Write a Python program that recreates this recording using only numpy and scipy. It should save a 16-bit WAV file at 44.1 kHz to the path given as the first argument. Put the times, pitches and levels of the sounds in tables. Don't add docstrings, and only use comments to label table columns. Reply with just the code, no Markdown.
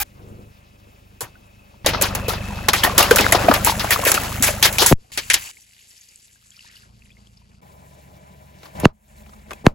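import sys
import numpy as np
from scipy import signal
from scipy.fft import rfft, irfft, next_fast_len
from scipy.io import wavfile

SR = 44100
rng = np.random.default_rng(int(sys.argv[2]) if len(sys.argv) > 2 else 0)


def gain_from_db(level_db):
    decades = np.asarray(level_db, float) / 20
    return 10 ** decades


def generate_wav(sig):
    pcm = np.round(np.clip(np.atleast_2d(sig).T, -1, 1) * 32767).astype(np.int16)
    wavfile.write(sys.argv[1], SR, pcm)


N = 429534
TIME = np.arange(N) / SR
FIRING_HZ = 25.3
ROLL_LUMPS_DB = 2

# time in seconds, engine level in dB, water flow level in dB.
CRUSHING = [(1.8448, -28.5, -36), (2.04, -27.5, -42), (2.69, -28.5, -42), (2.91, -27.5, -35.5),
            (3.23, -25, -29.5), (3.77, -27.5, -37.5), (4.1, -33, -32.5), (4.44, -27, -40),
            (4.78, -31.5, -39), (4.92, -31.5, -63)]
# time in seconds, engine level in dB, water flow level in dB.
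EMPTYING = [(5.518, -63, -56.5), (5.639, -65, -60.5), (6.06, -67, -57.5), (6.408, -63, -63),
            (6.609, -61, -57.5), (6.76, -58, -54), (6.921, -50, -68), (7.01, -50.5, -62), (7.608, -52, -67)]
# time in seconds, engine level in dB, bead flow level in dB.
SPILLING = [(8.93, -54, -79), (8.995, -61.5, -76), (9.183, -45.5, -58.5), (9.455, -46.5, -61),
            (9.52, -44.5, -50), (9.576, -48, -55), (9.635, -46, -59)]


def at_hz(points, hz):
    table_hz, value = np.transpose(points)
    return np.interp(np.log(hz + 1), np.log(table_hz + 1), value)


def drift(rate, size):
    knots = rng.standard_normal(int(size / SR * 400) + 3)
    return np.interp(np.arange(size) / SR * np.clip(rate, 1, 399), np.arange(len(knots)), knots)


def drops(spread_db, size):
    drop_size = np.minimum(rng.exponential(1, (2, size)), 4)
    return rng.standard_normal((2, size)) * gain_from_db(spread_db * drop_size)


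def banded(noise, colour, flicker_db, peaks=(), first=0):
    band_edges_hz = [25, 250, 1500, 6000, 20000]
    size = noise.shape[1]
    hz = np.arange(size // 2 + 1) * SR / size
    resonance_db = sum(db / (1 + (2 * (hz - f) / width) ** 2) for f, width, db in peaks)
    spectrum = rfft(noise) * gain_from_db(at_hz(colour, hz) + resonance_db)
    octaves = np.log2(hz + 1)

    def above(cut_hz):
        return np.clip(.5 + 2 * (octaves - np.log2(cut_hz)), 0, 1)

    bands = []
    for low, high in zip(band_edges_hz[first:], band_edges_hz[first + 1:]):
        cuts = np.geomspace(low, high, num=3)
        shared = drift(8.3, size)
        swing_db = flicker_db * (low > 100)
        band = 0
        for a, b in zip(cuts, cuts[1:]):
            flicker = gain_from_db(swing_db * (shared / 3 + drift(45, size)))
            band = band + irfft(spectrum * (above(a) - above(b)), size) * flicker
        bands.append(band / np.std(band))
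    return np.array(bands)


def bubbles(table, rise, trim_db):
    out = np.zeros((2, N))
    twins = rng.uniform(0, 2 * np.pi, (len(table), 1))
    for (s, db, hz, cycles), twin in zip(table, twins):
        cycles = max(cycles, 2)
        turn = np.arange(int(cycles / hz * SR)) * hz / SR
        swell = np.sin(np.pi / 2 * np.minimum(turn / 1.5, 1)) ** 2
        shape = gain_from_db(db + trim_db - 60 * turn / cycles / 2) * swell
        at = round((s - .5 / hz) * SR)
        out[:, at:at + len(turn)] += shape * np.sin(2 * np.pi * turn * (1 + rise * turn) + twin * [[0], [1]])
    return out


def froth(rows, low_hz, over_db, spread_db, count):
    chance = rng.random((count, 4))
    s = rows[0][0] + (rows[-1][0] - rows[0][0] - .05) * chance[:, 0]
    flow_db = np.interp(s, *np.transpose(rows)[[0, 2]])
    level_db = flow_db + over_db + spread_db * chance[:, 1] ** 2
    return np.transpose([s, level_db, low_hz * 6 ** chance[:, 2], 5 + 12 * chance[:, 3]])


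def timed(table, ring_s):
    return [(s, db, hz, ring_s * hz) for s, db, hz in table]


def bursts():
    # start in seconds, peak in dB, brightness in dB, length in seconds.
    puff = [(0.0011, -22, 6.5, 0.0099)]
    # start in seconds, peak in dB, brightness in dB, length in seconds.
    tears = [(2.022, -12.5, 6.5, 0.17), (2.6855, -1, -2.5, 0.076), (2.733, -9, -2, 0.37),
             (2.9796, 0.5, -4, 0.29), (3.0276, -5.5, -3.5, 0.14), (3.1596, -4.5, 1.5, 0.13),
             (3.1837, -1.1, -8.5, 0.22), (3.323, -0.5, 0.5, 0.083), (3.5387, -5.5, -2.5, 0.18),
             (3.7953, -15.5, -6, 0.34), (4.117, 1.1, -2, 0.041), (4.1418, -8.5, 1.5, 0.16),
             (4.7265, -19, 2.5, 0.29), (3.209, -7, -2, 0.047), (4.8618, -8, 6.5, 0.36)]
    # start in seconds, peak in dB, brightness in dB,
    # length in seconds.
    surges = [(1.2074, -22, 3.5, 0.17), (1.8618, -6.5, -1.5, 0.17), (1.9338, -18.5, -21.5, 0.22),
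              (2.0128, -11, -2, 0.26), (2.15, -12.5, 2.5, 0.094), (2.2822, -13.5, -1, 0.24),
              (2.334, -20, -20.5, 0.09), (2.8366, -6, -3, 0.17), (2.9994, -5, -15, 0.13),
              (3.1097, -5, -6.5, 0.13), (3.3478, -9, -16.5, 0.12), (3.3887, -21, -22.5, 0.4),
              (3.4433, -18.5, -25.5, 0.19), (3.485, -9, -11, 0.082), (3.512, -9.5, -17, 0.068),
              (3.8424, -15.5, -22, 0.057), (4.2344, -21, -2, 0.2), (4.8174, -10.5, -13.5, 0.11)]
    # start in
    # seconds, peak in dB, brightness in dB, length in seconds.
    cracks = [(8.631, -34.5, -12, 0.071), (8.655, -37, -12, 0.094), (8.7996, -28.5, 7, 0.1),
              (9.263, -40.5, -15, 0.032), (9.2928, -40, -17, 0.031), (9.338, -39.5, -7.5, 0.035),
              (9.5076, -23.5, -11, 0.036), (9.5135, -24.5, -9, 0.052), (9.5335, -21.5, -6, 0.015),
              (8.8475, -14.5, -11.5, .03), (5.118, -37, 5.5, 0.026), (5.411, -33.5, 4, 0.029),
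              (5.461, -36.5, 8.5, 0.027)]
    # start in seconds, peak in dB,
    # brightness in dB, length in seconds.
    thin_tears = [(3.6472, -8, 5.5, 0.27), (5.1747, -5, -6.5, 0.091), (5.3001, -3.5, -4.5, 0.11),
                  (5.334, -12, 1, .05), (5.3405, -1, -3, 0.094)]
    # start in seconds, peak in dB, brightness in dB, length in seconds.
    rips = [(3.6618, -7.5, -7, 0.088), (3.9066, -7.5, 1.5, 0.1), (4.0515, -7, -1, 0.15),
            (4.4243, -9.5, 2, .2), (4.6269, -1, -1, 0.12), (4.7838, -6, 0, 0.15)]
    # start in seconds, peak in dB, brightness in dB,
    # length in seconds.
    slumps = [(8.864, -42, -12, 0.1), (9.677, -37.5, -18, 0.083)]
    # frequency in Hz, level in dB per Hz.
    spray = [(120, -31.5), (200, -6), (677, -8), (815, -5), (8000, -15), (12000, -13), (16000, -21)]
    # table, low part in dB, low dB lost per dB of brightness, share of the length at full gush.
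    kinds = [(puff, -5.5, 0, 3.05), (tears, -5, 0.21, 0.013), (surges, 0.1, 0.29, 0.052), (cracks, 2.7, 0, 0),
             (thin_tears, -13.5, 0, 0.027), (rips, -7, .3, 0.29), (slumps, 14, 0, 0)]
    jet = drops(1.6, 2 ** 18)
    bands = np.tile(banded(jet, spray, 3.4, first=1), 2)[:, :, :N]
    power = np.zeros((3, N))
    age = np.arange(SR // 4) / SR
    for table, low_db, low_loss, gush_share in kinds:
        for s, db, bright_db, length in table:
            at = round(s * SR)
            # (dB, share of the length it lasts, rise s, tear dB)
            parts = [(low_db - low_loss * bright_db, 1.2, .002, 1.1), (0.082, 0.99, 0.00025, 0.52),
                     (bright_db, .8, .0001, 9.0)]
            for k, (part_db, lasts, rise, tear_db) in enumerate(parts):
                tail_db = -60 * np.maximum(age - gush_share * length, 0) / (lasts * max(length, .004))
                fade_db = tail_db + tear_db * np.exp(-300 * age)
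                shape = gain_from_db(db - 10.5 + part_db + fade_db) * np.minimum(age / rise, 1)
                power[k, at:at + len(age)] += shape[:N - at] ** 2
    lumps = gain_from_db(1.6 * drift(120, N))
    return lumps * np.sum(np.sqrt(power)[:, None] * bands, axis=0)


def blasts():
    # time in seconds, level in dB, last crest in ms, left-right in dB, slow tail share.
    bangs = [
        (4.9245, -2, 12.6, 2.5, .28),
        (8.8546, 2.5, 9.9, -.6, -.06),
        (9.6659, 3, 10.1, 0, .1),
    ]
    # time in seconds, level in dB, last crest in ms,
    # left-right in dB.
    forerunners = [(4.9115, -6, 11.5, 1), (4.917, -3, 5.2, 6), (8.8335, -13, 12, -1.5),
                   (8.8428, -8, 6.2, -1.5), (9.643, -26, 12, 0), (9.654, -19, 6.5, 0)]
    out = np.zeros((2, N + SR))
    age = np.arange(1, SR // 10) / SR
    rows = [(*row, 0, 850) for row in forerunners] + [(*row, 16000) for row in bangs]
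    for s, db, crest_ms, pan_db, tail, top_hz in rows:
        late = age * 1000 / crest_ms
        sweep = np.cos(2 * np.pi * np.log(late) / np.log(2.5))
        sweep *= np.exp(-.8 * late ** 2.5) * np.minimum(late / .05, 1)
        sweep += tail * 2 * late * np.exp(-late)
        lowpass = signal.butter(2, top_hz, fs=SR, output="sos")
        sweep = signal.sosfiltfilt(lowpass, np.r_[np.zeros(99), sweep])[99:]
        at = round(s * SR)
        out[:, at:at + len(age)] += gain_from_db(db + np.array([[.5], [-.5]]) * pan_db) * sweep
    return out[:, :N]


def squeals():
    # end in seconds, start pitch in Hz, end pitch in Hz, level in dB, left-right in dB.
    seams = [
        (8.855, 2500, 1800, -11, -10),
        (9.666, 2600, 1600, -20, -6),
    ]
    swell_s = .009
    out = 0
    for stop, from_hz, to_hz, db, pan_db in seams:
        along = np.clip(1 + (TIME - stop) / swell_s, 0, 1)
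        hz = (from_hz + (to_hz - from_hz) * along) * (1 + .45 * np.tanh(drift(390, N)))
        tone = np.sin(2 * np.pi * np.cumsum(hz) / SR) * along * (TIME < stop)
        out = out + gain_from_db(db + np.array([[.5], [-.5]]) * pan_db) * tone
    return out


def glugs_and_slaps():
    # time in seconds, peak in dB, pitch in Hz.
    glugs = [(.004, -31, 830), (1.214, -27, 480), (1.742, -42.5, 915), (1.945, -19, 576),
             (2.589, -22, 1350), (2.686, -5.5, 1110), (2.737, -6.5, 1210), (3.113, 3, 463),
             (3.124, -13, 388), (3.170, -7, 1440), (3.217, -13.5, 810), (3.324, 0, 2000), (3.347, -5, 717),
             (3.443, -15.5, 298), (3.485, 2.5, 673), (3.672, -4.5, 920), (3.696, -6.5, 910),
             (3.961, -7, 1180), (3.993, -14, 743), (4.087, -8, 1420), (4.178, -8, 1320),
             (4.403, -19.5, 254), (4.489, -13, 620), (4.784, -2, 2434)]
    # time in seconds, peak in dB, pitch in Hz.
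    slaps = [(1.863, -2.5, 590), (2.837, -1, 1850), (2.999, -3, 639), (3.189, -5, 520), (3.2656, 6, 1454),
             (3.497, 1.5, 260), (3.844, -7.5, 650), (4.067, -3.5, 518), (4.654, -3, 1820)]
    rows = [(*row, 10) for row in glugs] + [(*row, 4.4) for row in slaps]
    return bubbles(rows, rise=0.0013, trim_db=4.0)


def splash_pockets():
    # time in seconds, level in dB, pitch in Hz.
    blips = [(1.947, -23, 1960), (1.947, -20.5, 1270), (1.992, -27.5, 645), (2.15, -24.5, 2545),
             (2.283, -16.5, 466), (2.285, -35, 2470), (2.305, -20, 1290), (2.334, -23.5, 930),
             (2.683, -18, 810), (2.735, -23, 2040), (2.741, -22, 780), (2.834, -18, 2970),
             (2.835, -16.5, 3200), (2.836, -14.5, 1720), (2.849, -13, 1830), (2.868, -21, 1770),
             (2.877, -17.5, 700), (2.897, -21.5, 1120), (2.922, -27.5, 1050), (2.977, -19, 1124),
             (3.029, -17, 2680), (3.111, -5.5, 1497), (3.124, -24, 2950), (3.188, -16, 2030),
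             (3.189, -15.5, 2490), (3.191, -16, 1430), (3.241, -25.5, 1640), (3.243, -20, 2000),
             (3.294, -26, 1080), (3.323, -24, 3400), (3.325, -11.5, 660), (3.388, -20, 800),
             (3.388, -25.5, 2476), (3.482, -24, 1504), (3.484, -26, 2261), (3.485, -17, 1200),
             (3.511, -19.5, 1670), (3.517, -15.5, 580), (3.537, -25, 1080), (3.542, -21, 1670),
             (3.722, -18, 904), (3.91, -28, 409), (4.035, -21.5, 1055), (4.06, -21.5, 2480),
             (4.079, -18, 1690), (4.153, -30, 736), (4.172, -24.5, 2460), (4.174, -19, 1480),
             (4.481, -22, 2360), (4.504, -18, 600), (4.626, -17, 3130), (4.674, -17.5, 3000),
             (4.821, -19, 2920), (4.825, -21.5, 1170), (4.828, -18, 732), (4.859, -18, 937),
             (2.505, -32.5, 950)]
    foam = froth(CRUSHING, low_hz=483, over_db=6.0, spread_db=9.0, count=1150)
    return bubbles(timed(blips, .018), rise=0.0018, trim_db=7.5) + bubbles(foam, rise=.012, trim_db=1)


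def can():
    # frequency in Hz, level in dB.
    can_tones = [(824, -34), (1250, -40), (1567, -36), (2050, -39), (2400, -33), (11800, -37),
                 (14700, -27.5), (15100, -32)]
    shut_s = .031
    out = np.zeros((2, N))
    t = TIME[:SR // 20]
    tones = 0
    for hz, db in can_tones:
        rough = gain_from_db(db + 4 * drift(220, len(t)))
        tones = tones + rough * np.sin(2 * np.pi * hz * t + drift(150, len(t)))
    out[:, :len(t)] = tones * np.clip((shut_s - t) / .001, 0, 1)
    return out


def thuds():
    # time in seconds, peak in dB, pitch in Hz, cycles.
    knocks = [(0.009, -29.5, 59, 2.5), (1.225, -38, 120, 5.5)]
    return bubbles(knocks, rise=0, trim_db=13.5)


def trickle():
    # time in seconds, peak in dB, pitch in Hz.
    drips = [(5.5702, -40, 2094), (5.9101, -50, 5225), (6.0886, -40, 7160), (6.159, -31, 7660),
             (6.282, -47, 3730), (6.5056, -34, 6880), (6.567, -38, 4840), (6.592, -36.5, 2730),
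             (6.6084, -38.5, 4710), (6.76, -41, 4520), (7.021, -44, 2470), (7.1066, -48, 2450),
             (7.271, -45, 3110), (7.3758, -46, 4680)]
    # time in seconds, level in dB, pitch in Hz.
    dribble = [(5.542, -60, 2590), (5.619, -55, 5410), (5.621, -60, 5820), (5.815, -58, 6330),
               (5.907, -65, 6309), (5.908, -56, 4960), (5.942, -60, 4737), (5.978, -53, 5297),
               (5.979, -55, 5965), (6.011, -50, 6220), (6.087, -55, 6240), (6.09, -58, 4460),
               (6.091, -57, 4880), (6.196, -61, 5420), (6.204, -61, 4500), (6.358, -56, 1597),
               (6.518, -55, 3200), (6.544, -58, 2360), (6.576, -56, 1350), (6.606, -52, 2620),
               (6.647, -54, 936), (6.664, -55, 1766), (6.667, -60, 2450), (6.746, -54, 1860),
               (6.757, -54, 4200), (6.766, -51.5, 2842), (6.82, -61, 2680), (6.831, -57, 1637),
               (6.836, -57, 1421), (6.859, -60, 1572), (7.104, -53, 2412), (7.118, -56, 3290),
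               (7.169, -57, 2095), (7.372, -56, 4900), (7.417, -58, 950),]
    clusters = gain_from_db(5 * drift(16, N))
    foam = froth(EMPTYING, low_hz=1700, over_db=2, spread_db=8, count=900)
    gulps = froth(EMPTYING[3:7], low_hz=1120, over_db=-2.0, spread_db=8.5, count=420)
    out = bubbles([(*row, 18) for row in drips], rise=.005, trim_db=4.5)
    out += clusters * bubbles(foam, rise=.015, trim_db=0)
    out += bubbles(gulps, rise=0.012, trim_db=4.0)
    return out + bubbles(timed(dribble, 0.018), rise=0.0011, trim_db=10.5)


def beads():
    # time in seconds, level in dB, pitch in Hz.
    bead_ticks = [(9.164, -64, 1486), (9.184, -60, 4100), (9.209, -66, 2680), (9.261, -56, 2700),
                  (9.261, -49, 2400), (9.268, -62, 3760), (9.333, -42, 1250), (9.364, -61, 2297),
                  (9.376, -58.5, 883), (9.461, -57, 2283), (9.531, -35.5, 2560), (9.531, -43, 2150),
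                  (9.532, -52, 1560), (9.532, -42, 3330)]
    rolling_out = froth(SPILLING, low_hz=1000, over_db=7.0, spread_db=2, count=200)
    out = bubbles(rolling_out, rise=0, trim_db=0.5)
    return out + bubbles(timed(bead_ticks, 0.0156), rise=0, trim_db=6.5)


def strays():
    # time in seconds, level in dB, pitch in Hz.
    lone = [(1.211, -37, 770), (1.212, -36, 1100), (1.213, -48, 1720), (1.355, -52, 1460),
            (4.984, -57, 420), (5.045, -60, 740), (5.585, -57, 862)]
    near = bubbles(timed(lone[:4], 0.02), rise=0.00091, trim_db=11.0)
    return near, bubbles(timed(lone[4:], 0.02), rise=.0011, trim_db=11.0)


def engine_orders(t):
    # multiple of the firing rate, level in dB re engine.
    idle_orders = [(1, -15), (2, -5.5), (3, -6.5), (4, -5), (5, -11), (8, -12)]
    # multiple of the firing rate, level in dB re engine.
    parked_orders = [(1, -19), (2, -4), (3, -8), (4, -6), (5, -13.5), (7, -10.5), (8, -16)]
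    # multiple of the firing rate, level in dB re engine.
    roll_orders = [(3, -5), (4, -9), (6, -7.5), (8, -10)]
    # multiple of the firing rate, level in dB re engine.
    creep_orders = [(2, -5.5), (3, -3.5), (6, -12), (9, -7)]
    # time in seconds, firing rate in Hz.
    speed = [(1.8, 25.3), (1.85, 24.7), (3.3, 25), (4.9, 26.6), (5.1, 28.1), (7.61, 28.1), (7.615, 23.4)]
    if t[0] < 5.1:
        orders = idle_orders
    elif t[0] < 7.6:
        orders = parked_orders
    else:
        orders = roll_orders if t[0] < 8.9 else creep_orders
    turns = 2 * np.pi * (np.cumsum(np.interp(t, *np.transpose(speed))) / SR + .012 * drift(4, len(t)))
    out = 0
    for order, db in orders:
        lope = 1 + .8 * (order > 7) * np.sin(turns / 2)
        out = out + gain_from_db(db + drift(4.8, len(t))) * lope * np.sin(order * turns)
    return out


def bed_levels(rows, blend):
    s, engine_db, flow_db = np.transpose(rows)
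    gurgle_db, spill_db, mist_db, thinning_db = blend
    low_db = 20 * np.log10(np.hypot(gain_from_db(flow_db + gurgle_db), gain_from_db(engine_db + spill_db)))
    return s, [engine_db, low_db, flow_db, flow_db + mist_db - thinning_db * (s - s[0])]


def bed(rows, blend, colour, spread_db, flicker_db):
    # frequency in Hz, width in Hz, dB over the bed.
    fan_hum = [(576, 11, 12.5)]
    # frequency in Hz, width in Hz, dB over the bed.
    puddle = [(2700, 1400, 8), (4700, 720, 7)]
    # frequency in Hz, width in Hz, dB over the bed.
    creep_hum = [(616, 60, 6.9), (821, 70, 7.1), (1000, 48, 14), (2300, 51, 7.4)]
    s, levels = bed_levels(rows, blend)
    start, stop = int(max(s[0], 0) * SR), min(int(s[-1] * SR), N)
    length = stop - start
    size = next_fast_len(length)
    t = (start + np.arange(size)) / SR
    peaks = fan_hum if s[0] < 3 else creep_hum if s[0] > 7.6 else puddle
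    bands = banded(drops(spread_db, size), colour, flicker_db, peaks)
    bands[0] = .4 * bands[0] + engine_orders(t)
    mixed = sum(gain_from_db(np.interp(t, s, db)) * band for db, band in zip(levels, bands))
    out = np.zeros((2, N))
    out[:, start:stop] = mixed[:, :length] * signal.windows.tukey(length, 90 / length)
    return out


def beds():
    # time in seconds, engine level in dB, water or bead flow level in dB.
    waiting = [(0, -52, -61), (.342, -40, -60), (.464, -45, -63), (.57, -50, -62), (1.732, -50, -60.5),
               (1.845, -48, -60)]
    hushed = [(4.94, -47.5, -87), (4.999, -54, -63.5), (5.119, -60.5, -64.5)]
    draining = [(5.118, -49.5, -41), (5.28, -44.5, -43), (5.366, -41.5, -39.5), (5.46, -55, -39),
                (5.516, -65, -46)]
    rolling = [(7.613, -74.5, -78), (7.619, -48, -60.5), (8.575, -47.5, -59.5), (8.655, -52, -49.5),
               (8.724, -49, -57.5), (8.751, -46.5, -52)]
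    first_squeeze = [(8.751, -37.5, -44.5), (8.829, -28, -43.5), (8.855, -41, -24.5), (8.864, -34.5, -48),
                     (8.93, -50.5, -78)]
    second_squeeze = [(9.634, -52, -69), (9.664, -28.5, -35.5), (9.68, -37.5, -44), (9.74, -45, -75)]
    # frequency in Hz, level in dB per Hz.
    idling = [(30, -40.5), (104, -16), (252, -21), (1630, -27), (2610, -24), (4260, -32), (8000, -32),
              (16000, -32)]
    flooding = [(18, -47.5), (30, -11.5), (199, -0.5), (311, -16.5), (2490, -19), (8000, -31),
                (12000, -31.5), (16000, -34.5)]
    trickling = [(30, -14.5), (116, -14.5), (204, -18), (420, -17), (1150, -20), (2430, -25), (8000, -20),
                 (12000, -25.5), (16000, -46)]
    spraying = [(30, -4), (116, -12), (204, -29.5), (420, -35.5), (1100, -24), (2800, -26.5), (8000, -30.5),
                (16000, -40)]
    creeping = [(30, -15), (137, -11), (340, -18), (640, -14.5), (1320, -23.5), (5010, -37.5),
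                (8000, -33.5), (16000, -38)]
    # gurgle in dB re flow, engine heard in the gurgle in dB, mist in dB re flow,
    # mist thinning in dB per second.
    blends = [(3, -14, -2, 0.5), (0.5, -24, -7.5, -4.5), (-1, -25, -1, 1), (-8, -26, 1, 0.5),
              (-13.5, -14, 6.5, 5.5), (2.5, -7, 0, 2.5), (5, -9.5, -6, 38), (3, -13, 6, 14.5),
              (11, -12, -4.5, 31)]
    jet_flicker_db = 2.8
    # levels, colour, drop size spread in dB, flicker in dB.
    kinds = [(waiting, idling, 1.6, 1.9), (CRUSHING, flooding, 8.3, 2), (hushed, trickling, 3, 1.3),
             (draining, spraying, 4.5, jet_flicker_db), (EMPTYING, trickling, 6.8, jet_flicker_db),
             (rolling, creeping, 1.7, 2.33), (first_squeeze, creeping, 1.8, ROLL_LUMPS_DB),
             (SPILLING, creeping, 3.5, 2.2), (second_squeeze, creeping, 2.2, 2.1)]
    return [bed(rows, blend, *kind) for (rows, *kind), blend in zip(kinds, blends)]


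def gust():
    # time in seconds, level in dB.
    roll = [(.12, -72), (.22, -48.5), (.4, -43.5), (.52, -68)]
    band = signal.butter(4, [125, 480], "band", fs=SR, output="sos")
    low = signal.sosfilt(band, rng.standard_normal((2, N)))
    level_db = np.interp(TIME, *np.transpose(roll), left=-120, right=-120) + ROLL_LUMPS_DB * drift(37, N)
    return low / np.std(low) * gain_from_db(level_db)


def whine():
    # time in seconds, level in dB.
    belt = [(.05, -71.5), (1.845, -65.5), (1.846, -45.5), (2.7, -44.5), (3.3, -63)]
    belt_hz = 2586
    band = signal.butter(2, [belt_hz - 60, belt_hz + 60], "band", fs=SR, output="sos")
    tone = signal.sosfilt(band, rng.standard_normal((2, N)))
    flutter_db = 5.0 * np.sin(2 * np.pi * FIRING_HZ * TIME) + 3.0 * drift(19, N)
    level_db = np.interp(TIME, *np.transpose(belt), left=-120, right=-120)
    return tone / np.std(tone) * gain_from_db(level_db + flutter_db)


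def ports(pair, from_side):
    # frequency in Hz, likeness from 0 to 1.
    likeness = [(60, .985), (200, .88), (800, .62), (2400, .55), (4000, .6), (5500, .45), (7000, .93)]
    # frequency in Hz, left-right in dB.
    pan = [(100, .8), (600, 3.3), (1400, 1.5), (5000, 3.5), (7500, 0)]
    # frequency in Hz, lead of the left in half turns.
    port_phase = [(0, 0), (400, .14), (6500, .16), (7200, -.03),
                  (8600, -.8)] + [ (hz + edge, -1 - k) for k, hz in enumerate([9025, 11125, 13250, 15225]) for edge in (-290, 270)]
    # frequency in Hz, lead in half turns.
    side_phase = [(0, 0), (3300, 2.4), (3900, 1.8), (5500, 2.15), (6900, 2)]
    size = next_fast_len(N + 4096)
    hz = np.arange(size // 2 + 1) * SR / size
    alike = np.clip(at_hz(likeness, hz), from_side * .76, 1)
    same, twin = rfft(pair, size)
    side_lead = from_side * np.interp(hz, *np.transpose(side_phase))
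    lead = np.pi * (np.interp(hz, *np.transpose(port_phase)) + side_lead)
    right = (alike * same + np.sqrt(1 - alike ** 2) * twin) * np.exp(-1j * lead)
    tilt = gain_from_db(at_hz(pan, hz) / 2)
    return irfft([same * tilt, right / tilt], size)[:, :N]


def scene():
    quiet = beds()
    flood = quiet.pop(1)
    near_strays, far_strays = strays()
    near = flood + bursts() + glugs_and_slaps() + splash_pockets() + can() + thuds() + near_strays + gust()
    far = sum(quiet) + trickle() + beads() + far_strays + whine()
    dull = signal.sosfilt(signal.butter(2, 11050, fs=SR, output="sos"), near)
    near = np.where(TIME < 5, near, dull)
    ducked = np.interp(TIME, [4.926, 4.94, 5.1, 5.101], [1, 0, 0, 1])
    return ducked * ports(near, False) + ports(far, True) + blasts() + squeals()


def band_limit(x):
    return signal.sosfilt(signal.butter(12, 16610, fs=SR, output="sos"), x)


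def record(dry):
    lowpass = signal.cheby2(16, 40, 16300, fs=SR, output="sos")
    cut = signal.sosfilt(lowpass, dry)
    return band_limit(np.clip(cut, -1, 1))


dry = scene()
out = record(dry)
generate_wav(out)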